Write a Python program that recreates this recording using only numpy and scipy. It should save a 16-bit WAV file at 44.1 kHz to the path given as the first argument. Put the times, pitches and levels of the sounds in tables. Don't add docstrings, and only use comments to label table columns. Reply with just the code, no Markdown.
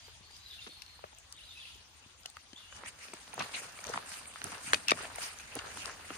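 import sys
import numpy as np
from scipy import signal
from scipy.io import wavfile
from scipy.ndimage import uniform_filter1d, minimum_filter1d

SR = 44100
rng = np.random.default_rng(int(sys.argv[2]) if len(sys.argv) > 2 else 0)


def wav_record(signal):
    frames = np.transpose(np.atleast_2d(signal))
    bounded = np.clip(frames, -1, 1)
    quanta = np.round(bounded * 32767).astype(np.int16)
    wavfile.write(sys.argv[1], SR, quanta)


def ratio(d):
    e = np.asarray(d, float) / 20
    return 10 ** e


N = 272097

# t/s, grit level/dB, heel weight over grit/dB, scuff over grit/dB
SOLE_PRESSES = [(2.772, -39.5, -6.5, -5), (2.87, -57, 8.5, -14), (3.04, -56.5, -15, -11),
                (3.15, -70, -12, 17), (3.41, -46, 1, 1.5), (3.56, -49.5, -6, -3.5), (3.65, -53, -21, -20),
                (3.879, -47, -6, -2.5), (3.96, -47, -3, -2.5), (4.14, -53.5, -4.5, 4),
                (4.37, -68.5, -19, 17.5), (4.462, -51, 3, -3.5), (4.53, -49, -7, -0.5), (4.68, -53, 0, 0),
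                (4.75, -51, 4.5, 1), (4.84, -72.5, -8, 15), (4.926, -51, 6.5, -6), (5.011, -45, -3, -0.5),
                (5.12, -50, -8.5, -3), (5.23, -50, -9, 5), (5.572, -48, -7, -0.5), (5.662, -45.5, -21, -5),
                (5.779, -56, 4.5, -17), (5.868, -46, -12, -20), (6.0, -55.5, -24, -5.5),
                (6.12, -49, -1, -6)]
TREBLE_HZ = 12430


def rms_one(x):
    return x / np.sqrt(np.mean(x ** 2) + 1e-20)


def at_hz(points, hz):
    f, value = np.array(points).T
    return np.interp(np.log(hz), np.log(f), value)


def band(x, low_hz, high_hz):
    return signal.sosfilt(signal.butter(2, [low_hz, min(high_hz, .46 * SR)], "band", fs=SR, output="sos"), x)


def drift(rate_hz):
    r = np.exp(-80 * np.pi * rate_hz / SR)
    slow = signal.lfilter([1], [1, -2 * r, r * r], rng.standard_normal(N // 40 + 2002))[2000:]
    return np.interp(np.arange(N) / 40, np.arange(len(slow)), rms_one(slow))


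def stereo(pair, hz):
    # f/Hz, left-right likeness (-1 to 1)
    port_likeness = [(60, 0.625), (180, 0.82), (550, 0.56), (1650, 0.086), (4970, -0.13), (15000, -0.06)]
    alike = np.clip(at_hz(port_likeness, hz), -.95, .95)
    return np.sqrt(1 + alike) * pair[0] + np.sqrt(1 - alike) * pair[1] * [[1], [-1]]


def coloured(spectrum, patchy_db):
    out, white = 0, rng.standard_normal((2, 2, N))
    lowest_hz, highest_hz = spectrum[0][0], spectrum[-1][0]
    edges = lowest_hz * 2 ** np.arange(0, np.log2(highest_hz / lowest_hz) + .1, 1 / 3)
    for k, (low, high) in enumerate(zip(edges, edges[1:])):
        hz = np.sqrt(low * high)
        gain = ratio(at_hz(spectrum, hz) + patchy_db * drift(14.9))
        out = out + gain * stereo(band(white[k % 2], low, high), hz)
    return out


def trees(x, t60):
    t = np.arange(int(.6 * SR)) / SR
    tail = rng.standard_normal((2, len(t))) * ratio(-60 * t / t60) * (t > .012)
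    return signal.fftconvolve(x[None], tail / np.sqrt(np.sum(tail ** 2) / 2), axes=1)[:, :N]


def taps(events, spread, alike, length_ms, crack_db):
    out, t = np.zeros((2, N + 2048)), np.arange(2000) / SR
    puff = np.sqrt(t) * np.exp(-t / (length_ms / 1000))
    port_lag_s = 0.00045
    for s, peak_db, hz, pan_db in events:
        shared, *own = rng.standard_normal((3, len(t)))
        body = 3.4 * np.sqrt(hz / SR) * np.sin(2 * np.pi * hz * t)
        tap = (shared + body + np.clip(1 - alike, 0, 1) * 2 * np.array(own)) * puff
        ring = band(band(tap, hz / spread, hz * spread), hz / 3, min(hz * 3, TREBLE_HZ))
        tap = rms_one(ring) + ratio(crack_db) * rms_one(band(tap, TREBLE_HZ, 15600))
        side_db = np.array([[pan_db], [-pan_db]]) / 2
        tap = tap / np.abs(tap).max(axis=1, keepdims=True) * ratio(peak_db + 1.0 + side_db)
        lag = round(port_lag_s * SR * np.clip(pan_db / 3, -1, 1))
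        for side, late in enumerate((max(-lag, 0), max(lag, 0))):
            i = round(s * SR) + late
            out[side, i:i + len(t)] += tap[side]
    return out[:, :N]


def thuds(events):
    return taps(events, spread=2.53, alike=0.97, length_ms=2.56, crack_db=-60)


def knocks(events):
    return taps(events, spread=1.82, alike=0.268, length_ms=1.8, crack_db=-33)


def ticks(events):
    return taps(events, spread=2.02, alike=0.65, length_ms=0.92, crack_db=-12.5)


def footfalls():
    # t/s, peak level/dB, ring f/Hz, left-right/dB
    landings = [(2.722, -51.5, 554, 0), (2.833, -43.5, 540, -0.5), (3.133, -40.5, 322, 0.5),
                (3.138, -42.5, 296, 1), (3.336, -42.5, 851, -18.5), (3.378, -38.5, 475, 0),
                (3.389, -35, 548, 0), (3.403, -45, 880, 11), (3.617, -44, 426, 1), (3.868, -39.5, 570, 0.5),
                (3.889, -38, 562, 2), (3.897, -30.5, 500, 1.5), (4.45, -41, 358, -1.5),
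                (4.734, -27, 484, 1), (4.744, -35.5, 585, 16), (4.989, -56, 899, -3.5),
                (5.005, -38.5, 405, 0.5), (5.047, -40, 656, 0), (5.183, -32.5, 720, 7),
                (5.556, -35.5, 523, 1), (5.566, -35.5, 298, 0), (3.084, -49, 450, 4), (3.791, -45, 643, 0),
                (4.463, -41, 384, 4), (5.769, -38, 787, 0.5), (6.105, -35.5, 320, 0.5)]
    # t/s, peak level/dB, ring f/Hz
    stones = [(2.7242, -39, 1595), (2.8593, -36, 1864), (3.083, -41, 2542), (3.1355, -38.5, 880),
              (3.331, -39.5, 2480), (3.458, -47.5, 1005), (3.7887, -36, 2280), (3.85, -37, 2290),
              (3.8885, -43, 1380), (4.117, -35, 1500), (4.14, -34, 2930), (4.255, -41, 2341),
              (4.445, -38, 1362), (4.519, -36.5, 1010), (4.545, -36, 2800), (4.9884, -35, 1250),
              (5.053, -33.5, 2222), (5.182, -34.5, 2126), (5.3977, -39, 2410), (5.5652, -35.5, 1330),
              (5.594, -34, 1468), (5.8536, -36, 1232), (6.1032, -31, 1400)]
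    # t/s, peak level/dB, ring f/Hz, left-right/dB
    snaps = [(2.7915, -51.5, 1290, 1.5), (2.813, -47.5, 1350, -1.5), (2.8358, -32.5, 1290, 0),
             (2.855, -45, 1800, 1), (3.134, -36.5, 2400, -0.5), (3.2775, -44, 910, -0.5),
             (3.278, -40.5, 2800, 0), (4.376, -43, 1800, 0), (5.177, -43.5, 2200, -0.5),
             (5.261, -37, 1000, 5), (3.3785, -29.5, 827, 1), (3.4055, -25.5, 1050, 0),
             (3.411, -24.5, 1310, 1), (3.4235, -31.5, 2580, 2.5), (3.4605, -41, 800, 0),
             (3.5495, -35.5, 3300, -2), (3.5685, -36, 2680, 2), (3.633, -45.5, 1300, -0.5),
             (3.493, -39.5, 990, -0.5), (3.8415, -34, 1390, 2.5), (3.9185, -36, 1100, -1),
             (3.9355, -30.5, 1200, 4), (3.9387, -23, 1346, 1.5), (3.9437, -27, 1050, -0.5),
             (3.951, -43, 1100, 7), (3.958, -28, 1090, -1.5), (3.961, -31, 1050, -1),
             (3.9675, -43, 3100, 1.5), (3.9757, -20, 1198, 1), (4.061, -42, 1070, 2), (4.338, -40, 2630, 2),
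             (4.3585, -32.5, 1300, 1), (4.4168, -30.5, 1510, -1), (4.4168, -35, 2940, -12),
             (4.498, -50.5, 1290, 3), (4.525, -30.5, 1686, 1), (4.529, -37, 1100, -0.5),
             (4.7332, -7.5, 1626, 2.5), (4.7385, -29, 900, -2), (4.968, -50, 1000, 0), (5.052, -34, 892, 1),
             (5.101, -37, 900, 0), (5.153, -37, 2300, 5), (5.773, -31, 1360, 0), (5.878, -37, 1320, -0.5),
             (5.896, -32.5, 1326, 0), (5.997, -42, 780, -2)]
    # t/s, peak level/dB, ring f/Hz, left-right/dB
    clicks = [(2.765, -39.5, 5950, 7.5), (2.861, -41.5, 6320, 13), (4.995, -40, 10000, 3),
              (3.137, -30.5, 8170, 6.5), (3.3314, -42.5, 6150, 4.5), (3.341, -31, 9600, -4),
              (3.394, -31, 5836, 12), (3.423, -33, 4272, 8), (3.804, -39.5, 4700, -0.5),
              (3.841, -30, 6010, 6), (3.868, -30.5, 5944, 8), (3.894, -36, 5700, 16),
              (3.9371, -38, 4920, 16), (4.416, -43, 6300, 8), (4.441, -23, 9660, -7),
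              (4.4667, -41, 5100, 16), (4.518, -37.5, 8757, 11), (4.5795, -44, 5770, 12),
              (4.735, -19, 8800, 2), (4.8826, -15, 5470, 4), (4.732, -37, 10430, 0), (4.883, -29, 10460, 1),
              (5.158, -27, 9400, 2.5), (5.3871, -35.5, 6040, 7), (5.404, -43, 6520, 9),
              (5.553, -25.5, 10200, -4.5), (5.7717, -34, 9100, -2), (5.857, -26, 5130, 13.5)]
    stone_pan_db = -0.26
    sound = thuds(landings) + ticks(clicks)
    sound += knocks([(*stone, stone_pan_db) for stone in stones] + rolling())
    return sound + taps(snaps, spread=1.84, alike=0.652, length_ms=0.61, crack_db=-46)


def rolling():
    rolls = [
        (3.396, -28.5, 2497, 0),
        (3.406, -26.5, 1130, 1.5),
        (3.547, -33, 2531, 2),
        (3.566, -35, 2284, 9),
    ]
    gap_s, build_db, loss_db, pitch_spread = 0.0053, 4.0, 2.5, 0.068
    touches = []
    for (s, db, hz, pan_db), luck in zip(rolls, rng.standard_normal((len(rolls), 6, 2))):
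        for k, (late, pitch) in zip(range(-1, 5), luck):
            below_db = loss_db * k if k > 0 else -build_db * k
            touch_s = s + gap_s * k * (1 + 0.19 * late)
            touches.append((touch_s, db - below_db, hz * (1 + pitch_spread * pitch), pan_db))
    return touches


def pole_tips():
    # t/s, peak level/dB, ring f/Hz, left-right/dB
    strikes = [(4.732, -19.5, 2566, 2), (4.7425, -16, 2510, 5), (4.883, -16, 2722, 2.5),
               (4.8902, -19, 2530, 1), (4.896, -16, 2570, 2), (4.901, -24, 2515, 1),
               (4.906, -13.5, 2650, 3), (4.9158, -14.5, 2340, 0.5), (4.917, -17, 1166, 9.5),
               (4.9185, -17, 595, 2.5), (5.589, -28, 2840, 6), (4.7335, -23.5, 4290, 5),
               (4.7345, -21, 6340, 2.5), (4.745, -23, 4630, 6), (4.9078, -22, 4960, 13.5),
               (4.9085, -27, 8100, 1.5), (4.9174, -27, 5190, -3)]
    return taps(strikes, spread=2.17, alike=0.6, length_ms=1.6, crack_db=-39)


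def skids():
    # t/s, level/dB, half length/s, first f/Hz, last f/Hz
    slides = [(2.87, -48.5, .018, 2007, 2514), (3.036, -50.5, 0.015, 2083, 2800),
              (3.548, -36.5, 0.0075, 2600, 2567), (3.55, -40, .008, 3940, 3900),
              (3.59, -45, 0.0103, 2486, 1986), (4.31, -54, 0.0081, 2700, 2750),
              (4.877, -42, 0.0038, 2600, 2780), (5.238, -50.5, 0.021, 2570, 3130),
              (5.296, -52.5, 0.0132, 2650, 1829), (5.529, -50, 0.013, 2474, 2783),
              (5.825, -54, 0.0138, 2620, 2616)]
    out = np.zeros((2, N))
    narrow = signal.butter(2, 396, fs=SR, output="sos")
    slow = rms_one(signal.sosfilt(narrow, rng.standard_normal((2, 2, N))))
    for s, db, half_s, first_hz, last_hz in slides:
        i = np.arange(int((s - 3 * half_s) * SR), int((s + 3 * half_s) * SR))
        away = (i / SR - s) / half_s
        phase = 2 * np.pi * np.cumsum(np.interp(away, [-2, 2], [first_hz, last_hz])) / SR
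        singing = slow[0][:, i] * np.cos(phase) + slow[1][:, i] * np.sin(phase)
        out[:, i] += ratio(db) * np.exp(-.5 * away ** 2) * singing
    return out


def pressing(over_db, rise, fall, rest_db):
    presses = np.array(SOLE_PRESSES)
    since = np.arange(0, N + 64, 64) / SR - presses[:, :1]
    db = (presses[:, 1] + over_db)[:, None] - np.where(since < 0, -rise * since, fall * since)
    gain = np.sqrt(np.sum(ratio(db) ** 2, axis=0) + ratio(rest_db) ** 2)
    return np.interp(np.arange(N) / 64, np.arange(len(gain)), gain)


def gritty(low_hz, high_hz, per_s, spread_db, clump_db):
    sizes = ratio(spread_db * np.minimum(rng.exponential(1, N), 4))
    born, dealt = rng.random(N) < per_s / SR, rng.integers(0, 4, N)
    grains = born * sizes * ratio(clump_db * drift(32.0)) * rng.standard_normal((2, N))
    edges = np.geomspace(low_hz, high_hz, 5)
    rings = sum(band(grains * (dealt == k) + 1e-18, edges[k], edges[k + 1]) for k in range(4))
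    return rms_one(stereo(rings, np.sqrt(low_hz * high_hz)))


def cloth():
    # f/Hz, level/dB per Hz
    swish_spectrum = [(1180, -5.5), (2000, -7), (2850, -4), (3370, -16.5), (5420, -7.5), (6360, -10.5),
                      (9210, -5), (10600, -14), (11500, -30), (12700, -27.5), (14800, -20), (16500, -53)]
    # t/s, level/dB, half length/s
    strides = [(2.773, -41, 0.0163), (2.876, -36.5, 0.0145), (3.042, -43.5, 0.034), (3.427, -49.5, 0.029),
               (3.586, -46.5, 0.045), (3.905, -53, 0.064), (4.13, -44.5, 0.041), (4.512, -49.5, 0.0473),
               (4.701, -41, 0.0473), (5.01, -48.5, 0.042), (5.237, -40.5, 0.0387), (5.401, -52, 0.02),
               (5.577, -57, 0.099), (5.821, -44, 0.0597), (6.16, -50.5, 0.067)]
    t = np.arange(N) / SR
    rubbing = ratio(-54) + sum(ratio(db) * np.exp(-.5 * ((t - s) / half_s) ** 2) for s, db, half_s in strides)
    rubbing = rubbing * ratio(1.5 * drift(70))
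    swish = rubbing * rms_one(coloured(swish_spectrum, patchy_db=-3.0))
    fine = band(band(rng.standard_normal((2, N)), 12100, 15600), 12100, 15600)
    return swish + ratio(-70.5) * rms_one(stereo(fine, 500))


def walker():
    _, _, heel_db, scuff_db = np.transpose(SOLE_PRESSES)
    heel = gritty(71.0, 320, per_s=730, spread_db=0.0, clump_db=0.5)
    grit = gritty(380, 1900, per_s=2500, spread_db=1.8, clump_db=1.2)
    scuff = gritty(750, 5000, per_s=5000, spread_db=2.0, clump_db=1.0)
    sound = pressing(heel_db, rise=320, fall=289, rest_db=-67) * heel
    sound += pressing(0, rise=231, fall=95, rest_db=-59) * grit
    sound += pressing(scuff_db, rise=350, fall=130, rest_db=-60) * scuff
    sound += cloth()
    return sound * np.clip((np.arange(N) / SR - 2.6) / 0.78, 0, 1)


def drips():
    # t/s, peak level/dB, ring f/Hz, left-right/dB
    drumming = [(0.08, -53.5, 382, 1), (0.204, -55, 192, 5), (0.306, -51.5, 816, 1.5),
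                (0.667, -43.5, 430.4, -3.5), (0.674, -49, 252, -2), (0.69, -51, 333, -3),
                (0.988, -58.5, 784, 2), (1.039, -34, 615, 6.5), (1.041, -50, 203, 12),
                (1.755, -57.5, 364, 15), (2.06, -54, 128, 6), (1.128, -47, 835, 2.5),
                (2.255, -43.5, 704, 10), (2.53, -46.5, 267, 1.5)]
    # t/s, peak level/dB, ring f/Hz, left-right/dB
    slaps = [(0.309, -48.5, 4670, 13.5), (0.665, -40.5, 1354, 2), (0.673, -47, 900, 1),
             (0.082, -48.5, 710, 5), (1.041, -64.5, 1680, 3), (0.67, -40.5, 2250, 1),
             (0.6705, -38.5, 3525, 4), (0.676, -38, 2680, 1.5), (0.82, -40, 2683, 9),
             (0.9906, -47, 875, -1.5), (1.0405, -42, 890, -2), (2.2579, -29.5, 2950, 0.5),
             (2.3675, -34.5, 1253, 0.5), (2.5311, -39.5, 3095, 6)]
    # t/s, peak level/dB, ring f/Hz, left-right/dB
    leaf_ticks = [(0.3655, -42, 5000, 9), (0.5097, -43, 5200, 9), (0.7346, -49, 8410, 3),
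                  (0.7694, -49, 4120, 8), (0.82, -33, 5200, 7.5), (0.8626, -44.5, 4260, 10),
                  (1.148, -47.5, 6000, 9), (1.185, -42, 7990, 10), (1.3247, -27.5, 7752, 4.5),
                  (1.365, -49, 8060, 13), (1.7483, -52, 5560, 16.5), (2.2328, -50, 4930, 13.5),
                  (2.259, -28, 5340, 5.5), (2.2997, -38.5, 8090, 3), (2.368, -44, 4570, 12.5)]
    return thuds(drumming) + knocks(slaps) + ticks(leaf_ticks)


def birds():
    # start t/s, length/s, first f/Hz, last f/Hz, level/dB
    whistles = [(0.017, 0.05, 4790, 4750, -57), (0.225, 0.063, 4320, 4440, -59),
                (0.29, 0.22, 4860, 4790, -59.5), (0.384, 0.095, 3930, 3940, -59),
                (0.413, 0.071, 4200, 4230, -63), (0.453, 0.027, 3960, 3958, -50.5),
                (0.058, 0.026, 3185, 3040, -57.5), (0.141, .03, 3400, 3384, -61),
                (0.531, .05, 4200, 4230, -61), (0.694, 0.031, 4280, 4295, -55),
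                (0.707, 0.025, 3659, 3620, -55), (.745, 0.1063, 4259, 4258, -60),
                (0.863, 0.17, 4230, 4230, -62), (0.567, 0.077, 3837, 4150, -62)]
    # t/s, f/Hz, level/dB
    warbles = [
        [(.5, 3900, -56), (.515, 3650, -48), (.524, 3300, -51), (.54, 2330, -55.5)],
        [(.58, 2764, -50), (.605, 2745, -52), (.612, 3200, -54.5), (.62, 3660, -49), (.644, 3620, -55)],
        [(1.368, 3600, -53), (1.382, 3850, -51), (1.39, 2950, -54), (1.4, 2540, -54), (1.425, 3220, -59),
         (1.438, 3900, -55), (1.46, 4200, -54)],
        [(1.465, 4020, -51.5), (1.49, 3780, -50.5), (1.51, 3630, -57), (1.54, 3630, -55)],
        [(1.548, 3750, -58), (1.57, 3970, -61), (1.597, 3620, -54), (1.623, 3400, -50), (1.64, 2686, -57),
         (1.657, 2650, -49), (1.672, 3600, -55), (1.7, 2760, -56)],
        [(1.55, 2700, -57), (1.572, 2560, -51), (1.59, 2700, -57), (1.605, 3200, -55), (1.62, 3350, -54)],
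        [(1.67, 3400, -55), (1.72, 3400, -66), (1.755, 3050, -55.5)],
        [(2.558, 3200, -48), (2.565, 3450, -52), (2.58, 3620, -53), (2.593, 3450, -55), (2.605, 2900, -55)],
        [(2.616, 2595, -55), (2.632, 2820, -47), (2.655, 2880, -68), (2.69, 2950, -56.5), (2.73, 2980, -58),
         (2.79, 2950, -64.5)],
    ]
    fade_db, pan_db = 4.5, 2
    out, flutter, waver = np.zeros((2, N)), ratio(4.2 * drift(110)), 1 + .008 * drift(110)
    notes = [[(s, first_hz, db), (s + length_s, last_hz, db - fade_db)]
             for s, length_s, first_hz, last_hz, db in whistles]
    for note in [*notes, *warbles]:
        s, hz, db = np.transpose(note)
        i = np.arange(int(s[0] * SR), int(s[-1] * SR))
        phase = 2 * np.pi * np.cumsum(np.interp(i / SR, s, hz) * waver[i]) / SR
        level = ratio(np.interp(i / SR, s, db)) * signal.windows.tukey(len(i), .25) * flutter[i]
        out[0, i] += level * np.sin(phase) * ratio(pan_db / 2)
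        out[1, i] += level * np.sin(phase - 1.2) * ratio(-pan_db / 2)
    song = out.mean(axis=0)
    haze = np.abs(song) * band(rng.standard_normal(N), 2600, 4750)
    smeared = song * (.2 + 1.1 * drift(160))
    tonal = ratio(-1.5) * trees(smeared, t60=.45)
    return out + ratio([[pan_db / 2], [-pan_db / 2]]) * tonal + ratio(12) * trees(haze, t60=0.55)


def woods():
    # f/Hz, level/dB per Hz
    leaf_spectrum = [(15, -68.5), (25, -25), (65, -21), (197, -18), (358, -20), (410, -20), (600, -19),
                     (726, -15.5), (1060, -14.5), (1880, -15), (3510, -14), (8590, -18.5), (11300, -58.5),
                     (14400, -21.5), (16500, -58)]
    level_db, pan_db = -63.5, 2.5
    hush = coloured(leaf_spectrum, patchy_db=3.0)
    hush = hush / np.std(band(hush, 500, 2200))
    hush = hush * ratio(level_db + np.array([[pan_db], [-pan_db]]) / 2)
    t = np.arange(N) / SR
    echo = rms_one(band(rng.standard_normal((2, N)), 1800, 5700)) * ratio(-56.0 - 40 * t)
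    air = rms_one(stereo(band(band(rng.standard_normal((2, N)), 36.6, 89.6), 58.5, 510), 50))
    lumps = ratio(2.2 * drift(8))
    rumble_db = np.interp(t, [0, 3.2, 6.17], [-64, -67.5, -60])
    return hush + echo + air * lumps * ratio(rumble_db)


def scene():
    hits = footfalls() + pole_tips() + drips()
    echoes = ratio(-15.0) * trees(band(hits.mean(axis=0), 60, 9500), t60=0.044)
    quiet = walker() + skids() + birds() + woods() + echoes
    top_gap = signal.ellip(2, .5, 13, (10300, 12100), "bandstop", fs=SR, output="sos")
    top_end = signal.ellip(8, .5, 40, 15300, fs=SR, output="sos")
    quiet = signal.sosfilt(top_end, signal.sosfilt(top_gap, quiet))
    dull = signal.sosfilt(signal.butter(6, TREBLE_HZ, fs=SR, output="sos"), hits)
    treble = signal.sosfilt(signal.butter(6, TREBLE_HZ, "high", fs=SR, output="sos"), hits)
    return quiet + dull + ratio(-4) * treble


def thin_top(x, mid_db, side_db):
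    window = np.sin(np.pi * (np.arange(2048) + .5) / 2048)
    hz, _, cells = signal.stft([x[0] + x[1], x[0] - x[1]], SR, window, nperseg=2048)
    size = uniform_filter1d(np.abs(cells), size=3, axis=1)
    loud = np.median(size[:, (hz > 8200) & (hz < 9800)], axis=1, keepdims=True)
    top = np.median(size[:, (hz > 12200) & (hz < 14800)], axis=1, keepdims=True)
    bar = np.where((hz > 10200)[:, None], top * ratio([[[mid_db]], [[side_db]]]), loud * ratio(-9))
    usual_top = uniform_filter1d(minimum_filter1d(top, size=5), size=5)
    sudden = top > ratio(6) * usual_top
    kept = (size > bar) | (hz < 3000)[:, None] | sudden
    mid, side = signal.istft(cells * kept, SR, window, nperseg=2048)[1][:, :N] / 2
    return np.array([mid + side, mid - side])


def low_pass(x):
    return signal.sosfilt(signal.butter(12, 16640, fs=SR, output="sos"), x)


def record(dry):
    # f/Hz, width/Hz, depth (0-1)
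    port_dips = [(7730, 600, 0.8), (5340, 390, 0.47)]
    for hz, width_hz, depth in port_dips:
        dry = dry - np.clip(depth, 0, 1) * signal.lfilter(*signal.iirpeak(hz, hz / width_hz, fs=SR), dry)
    thinned = thin_top(dry, mid_db=2.2, side_db=6)
    mix = signal.sosfilt(signal.ellip(10, .5, 70, 16400, fs=SR, output="sos"), thinned)
    return low_pass(mix)


dry = scene()
out = record(dry)
wav_record(out)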